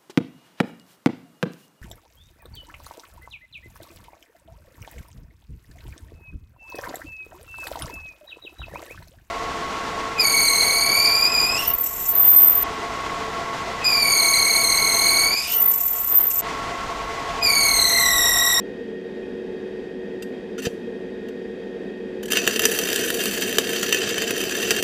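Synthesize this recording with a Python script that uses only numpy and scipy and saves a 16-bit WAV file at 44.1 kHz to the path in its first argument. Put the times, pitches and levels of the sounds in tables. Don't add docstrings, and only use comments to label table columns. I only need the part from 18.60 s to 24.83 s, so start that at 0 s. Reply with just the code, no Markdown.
import sys
import numpy as np
from scipy import signal
from scipy.fft import rfft, irfft
from scipy.io import wavfile
from scipy.ndimage import uniform_filter1d

SR = 44100
rng = np.random.default_rng(int(sys.argv[2]) if len(sys.argv) > 2 else 0)


def linear_from_db(decibels):
    return 10 ** (np.asarray(decibels, float) / 20)


def output_pcm(signal):
    pcm = np.clip(np.atleast_2d(signal).T, -1, 1) * 32767
    wavfile.write(sys.argv[1], SR, np.round(pcm).astype(np.int16))


N = 274743
HZ = np.fft.rfftfreq(8192, 1 / SR)

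# frequency in Hz, width in Hz, level in dB.
CAVITY_MODES = [(4420, 160, -15), (4570, 40, -14), (4890, 110, -14), (5240, 260, -33), (5540, 190, -24),
                (5970, 120, -8), (6280, 120, -21), (6430, 60, -24), (6880, 210, -18), (7170, 100, -25),
                (7330, 100, -14), (7850, 200, -21), (8000, 80, -25), (8450, 30, -25), (8680, 80, -29),
                (9010, 60, -30), (9560, 300, -22), (9920, 120, -24), (10260, 120, -26), (10910, 290, -24),
                (11440, 170, -31), (11840, 190, -30), (12130, 80, -22), (12430, 130, -24), (12800, 80, -25),
                (13120, 20, -36), (13640, 210, -21), (13910, 60, -35), (14440, 50, -39), (15240, 740, -25)]


def evened(x):
    return x / np.sqrt(np.mean(x ** 2) + 1e-20)


def read(points, hz):
    f, value = np.transpose(points)
    return np.interp(np.log(hz + 1), np.log(f + 1), value)


def curves(rows):
    s, *columns = np.transpose(rows)
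    return [np.interp(np.arange(N) / SR, s, c) for c in columns]


def add(mix, s, sound):
    part = mix[round(s * SR):][:len(sound)]
    part += sound[:len(part)]


def hump(hz, centre_hz, width_hz):
    return 1 / (1 + (2 * (hz - centre_hz) / width_hz) ** 2)


def colour(x, gain_db):
    log_gain = np.log(linear_from_db(np.maximum(gain_db, -120)))
    circle = np.concatenate([log_gain, log_gain[-2:0:-1]])
    response = np.exp(np.conj(signal.hilbert(circle)))
    taps = np.fft.ifft(response).real[:len(gain_db)]
    return signal.oaconvolve(x, taps / np.linalg.norm(taps))[:len(x)]


def wander(rate_hz):
    hz = np.fft.rfftfreq(N, 1 / SR)
    return evened(irfft(rfft(rng.standard_normal(N)) / (1 + (hz / rate_hz) ** 4), N))


def fan():
    # frequency in Hz, density in dB per Hz.
    rush_spectrum = [(15, -49), (25, -23.5), (54, -23), (146, -20), (196, -5.5), (344, -7), (373, -6.5),
                     (462, -2.5), (691, -24.5), (749, -23.5), (1280, -34), (1910, -25.5), (2180, -33.5),
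                     (3260, -34.5), (15000, -64.5)]
    # frequency in Hz,
    # width in Hz, height over the rush in dB.
    rush_resonances = [(49, 11, 8.5), (258, 16, 6.5), (658, 27, 6.5), (867.5, 27, 8.5), (1460, 5.8, 10),
                       (1653, 120, 6), (1830, 230, 2.5), (2515, 155, 10), (3244, 80, 10.5), (3720, 79, 9),
                       (4620, 65, 8.5), (4860, 43, 8)]
    # multiple of the blade tone (no unit), level in dB, wavering width in Hz.
    side_tones = [(1.247, -40, 31), (2.0, -60.5, 3.2), (.552, -42.5, 25), (.9, -55.5, 19)]
    # start in seconds, end in seconds.
    loaded = [
        (1.8, 2.22),
        (3.6, 6.3),
    ]
    rush_db, blade_db, whine_db, load_drop_db = -35.5, -38, -52.5, -6.5
    blade_hz, sag_hz_per_s = 371.6, 0.44

    humps_db = sum(db * hump(HZ, f, w) for f, w, db in rush_resonances)
    cavity_power = sum(hump(HZ, f, w) for f, w, _ in CAVITY_MODES) + 0.16
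    cavity_db = 10 * np.log10(cavity_power) * (HZ > 4000)
    spectrum_db = read(rush_spectrum, HZ) + humps_db + 0.5 * cavity_db
    rush = colour(rng.standard_normal(N + len(HZ)), spectrum_db)[-N:]
    out = linear_from_db(rush_db + 0.46 * wander(5.5)) * rush

    t = np.arange(N) / SR
    turns = blade_hz * t - sag_hz_per_s * t ** 2 / 2
    out += np.sqrt(2) * linear_from_db(blade_db + 1.1 * wander(2.0)) * np.sin(2 * np.pi * turns)
    for multiple, db, width_hz in side_tones:
        waver = (wander(width_hz) + 1j * wander(width_hz)) / np.sqrt(2)
        out += np.sqrt(2) * linear_from_db(db) * (waver * np.exp(2j * np.pi * multiple * turns)).real

    load = uniform_filter1d(sum(1.0 * (t > a) * (t < b) for a, b in loaded), size=4000)
    whine_level_db = whine_db + load_drop_db * load + 1.1 * wander(1.5) + 2.0 * wander(18.0)
    whine_turns = 5 * turns + np.cumsum(wander(3.0)) * 2 / SR
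    return out + np.sqrt(2) * linear_from_db(whine_level_db) * np.sin(2 * np.pi * whine_turns)


def add_scratches(body, treble):
    # start in seconds, length in seconds, level in dB, brightness in dB.
    touches = [
        (1.622, 0.0063, -36.5, 0.5),
        (1.979, 0.023, -37.5, -4.5),
        (2.019, 0.04, -37.5, 0.5),
        (2.051, 0.02, -30, -12),
        (2.684, 0.0046, -46, -1),
        (3.628, 0.0074, -36, 3),
        (3.655, 0.0049, -37, 5),
        (3.68, 0.0091, -36.5, 0),
        (3.702, 0.017, -31, 4.5),
    ]
    for s, length, db, bright_db in touches:
        t = np.arange(round((length + 0.03) * SR)) / SR
        decay = np.exp(-np.maximum(t - length, 0) / 0.0034)
        shape = linear_from_db(db) * np.minimum(t / 0.0016, 1) * decay
        add(body, s, shape)
        add(treble, s, shape * linear_from_db(bright_db - 5.0))


def knocks():
    # start in seconds, level in dB, frequency in Hz, decay time T60 in seconds.
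    rings = [
        (2.067, -3.5, 190, 0.025),
        (2.0671, -15.5, 470, 0.064),
        (2.0680, -25, 700, 0.038),
        (2.062, -8, 85, 0.032),
        (1.981, -30.5, 1426, 0.06),
        (7.6, -20, 1200, 0.019),
    ]
    out, t = np.zeros(N), np.arange(5000) / SR
    for s, db, hz, t60 in rings:
        onset = np.minimum(t * hz / 1.75, 1)
        add(out, s, onset * linear_from_db(db - 60 * t / t60) * np.sin(2 * np.pi * hz * t))
    return signal.sosfilt(signal.butter(2, 35, "high", fs=SR, output="sos"), out)


def sizzle():
    # time in seconds, power in dB, brightness of the arc gap in dB.
    burn = [(3.7, -39, -3), (3.76, -25, -14), (3.8, -31.5, -15), (3.88, -30, -14), (3.95, -28.5, -10),
            (4.14, -26.5, -7.5), (4.3, -29, -9.5), (4.6, -29.5, -7), (5.0, -30, -11.5), (5.25, -29.5, -12),
            (5.45, -27.5, -17), (5.7, -30.5, -13), (6.23, -27, -11.5)]
    # start in seconds, length in seconds.
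    shorts = [
        (3.978, 0.019),
        (4.106, 0.011),
        (4.24, .012),
        (4.976, 0.0076),
        (5.304, 0.013),
        (6.21, 0.015),
    ]
    short_db, roar_db, roar_follow = -9.5, -31, 0.75

    sizzle_db, bright_db = curves(burn)
    lit = uniform_filter1d(1.0 * (np.arange(N) / SR > burn[0][0] + 0.012), size=400)
    for s, length in shorts:
        dip = signal.windows.tukey(round((length + 0.0033) * SR), 0.3)
        add(lit, s - 0.002, (linear_from_db(short_db) - 1) * dip)

    drops = linear_from_db(3.6 * np.minimum(rng.exponential(1, N), 3.5)) * (rng.random(N) < 150 / SR)
    drops = signal.oaconvolve(drops, signal.windows.gaussian(400, 0.00045 * SR), "same")
    flutter_db = 1.4 * wander(28.0) + 2.7 * wander(120.0)
    flicker = evened(linear_from_db(flutter_db) * (5.2 + drops))

    body = lit * linear_from_db(sizzle_db) * flicker
    treble = lit * linear_from_db(sizzle_db + bright_db + 4.5 + 2.15 * wander(93.0)) * flicker
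    follow_db = roar_follow * (sizzle_db - sizzle_db[-1] + 1.5)
    thump = lit * linear_from_db(roar_db + follow_db + 2.0 * wander(32.0))
    return body, treble, thump, bright_db


def spatter():
    # time in seconds, peak level in dB.
    large_pops = [(3.7204, -8.5), (3.7324, -8.5), (3.7708, -6.5), (3.8674, -13), (3.8756, -1),
                  (3.9604, -11.5), (3.9938, -6), (4.0188, -12.5), (4.0537, -1), (4.1155, -13),
                  (4.1884, -8.5), (4.2872, -14), (4.3296, -9), (4.36, -9), (4.5027, -10.5), (4.6563, -9.5),
                  (4.9267, -12.5), (4.9841, 0), (5.23, -8.5), (5.3253, -3.5), (5.3453, -7), (5.4909, -11.5),
                  (5.5094, -14), (5.5807, -10), (5.6206, -10.5), (5.7084, -10.5), (6.107, -2.5),
                  (6.1124, -11), (6.1639, -13), (6.2254, -8.5)]
    settled_s, slot_s, small_db, spread_db = 4.07, 0.065, -15.5, 1
    slots = np.arange(settled_s, N / SR - slot_s, slot_s)
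    place, size = rng.random((len(slots), 2)).T
    small_pops = zip(slots + place * slot_s, small_db + spread_db * (2 * size - 1))
    return list(large_pops) + list(small_pops)


def add_pops(body, treble, thump, bright_db):
    ms = np.arange(1500) * 1000 / SR
    for s, db in spatter():
        gap_bright_db = max(bright_db[round(s * SR)], -20)
        pop_bright_db = -10 - 0.32 * db + 0.7 * gap_bright_db
        rise_ms = 0.068 * linear_from_db(-0.9 * db)
        crack = np.minimum(ms / rise_ms, 1) * np.exp(-np.maximum(ms - rise_ms, 0) / 1.64)
        size = max(linear_from_db(db) - linear_from_db(-20), 0)
        add(body, s, size * linear_from_db(-2.5) * crack)
        add(treble, s, size * linear_from_db(pop_bright_db + 10.5) * crack ** 1.1)
        add(thump, s, size * linear_from_db(-11.0) * crack)


def helmet_db():
    # frequency in Hz, width in Hz, level in dB.
    shell = [(1130, 20, -23), (1330, 50, -35), (1690, 30, -28), (1750, 50, -8), (1880, 110, -11),
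             (2060, 200, -25), (2260, 130, -23), (2580, 20, -10), (2770, 130, -7), (3050, 60, -8),
             (3150, 130, -12), (3440, 130, -24), (3590, 90, -20), (3710, 190, -19), (3980, 140, -22)]
    # frequency in Hz, width in Hz, level in dB.
    further_modes = [
        (6945, 40, -20),
        (8110, 110, -19),
        (8760, 40, -29),
        (10360, 60, -27),
        (12900, 60, -28),
    ]
    modes = sum(linear_from_db(db) / (1 + 2j * (HZ - f) / w) for f, w, db in [*shell, *CAVITY_MODES, *further_modes])
    low_cut = 1 / (1 + (1280 / (HZ + 1)) ** 6)
    return 10 * np.log10((abs(modes) ** 2 + linear_from_db(-76)) * low_cut)


def echoes(x, db, t60, start_s):
    t, turn = np.arange(SR // 2) / SR, np.arange(N) / SR * 9.0
    shape = linear_from_db(-60 * t / t60) * (t > start_s)
    windows = [np.sqrt(2 / 3) * np.cos(np.pi * (turn + k / 3)) for k in range(3)]
    tails = rng.standard_normal((3, len(t))) * shape / np.linalg.norm(shape)
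    return linear_from_db(db) * sum(signal.oaconvolve(x * w, tail)[:N] for w, tail in zip(windows, tails))


def arc():
    # frequency in Hz, density in dB per Hz.
    roar_spectrum = [(18, -33), (30, -38), (107, -16), (145, -19), (199, -17.5), (340, -7), (361, -6.5),
                     (454, 1.5), (533, -15.5), (681, -11), (950, -35.5), (1240, -41), (2090, -120)]
    body, treble, thump, bright_db = sizzle()
    add_scratches(body, treble)
    add_pops(body, treble, thump, bright_db)

    fizz = rng.choice([-1.0, 1.0], N)
    out = linear_from_db(-1.0) * colour(thump * rng.standard_normal(N), read(roar_spectrum, HZ))
    shell_db = helmet_db()
    low_db = -10 * np.log10(1 + (HZ / 8000) ** 8) + 0.5 * np.log2(1 + HZ / 6000)
    high_db = -10 * np.log10(1 + (8000 / (HZ + 1)) ** 8)
    for envelope, band_db, walls_db in ((body, low_db, -22), (treble, high_db, -16)):
        direct = envelope * fizz
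        bench = echoes(direct, -10, 0.065, 0.0016)
        out += colour(direct + bench, shell_db + band_db)
        walls = echoes(direct, walls_db, 0.43, 0.01)
        out += colour(walls, 0.42 * shell_db + band_db)
    return out


def scene():
    return (fan() + arc() + knocks())[None]


def top_cut(x):
    return signal.sosfilt(signal.butter(12, 16650, fs=SR, output="sos"), x)


def record(dry):
    skirt_hz = [15400, 15800, 16600]
    edge_db = np.array([0, 0, -26, -42, -44, -70])
    edge = signal.firwin2(511, [0, 15230, *skirt_hz, SR / 2], linear_from_db(edge_db), fs=SR)
    limited = signal.oaconvolve(dry, edge[None], "same")
    return top_cut(1.235 * np.tanh(limited / 1.177))


dry = scene()
out = record(dry)
output_pcm(out)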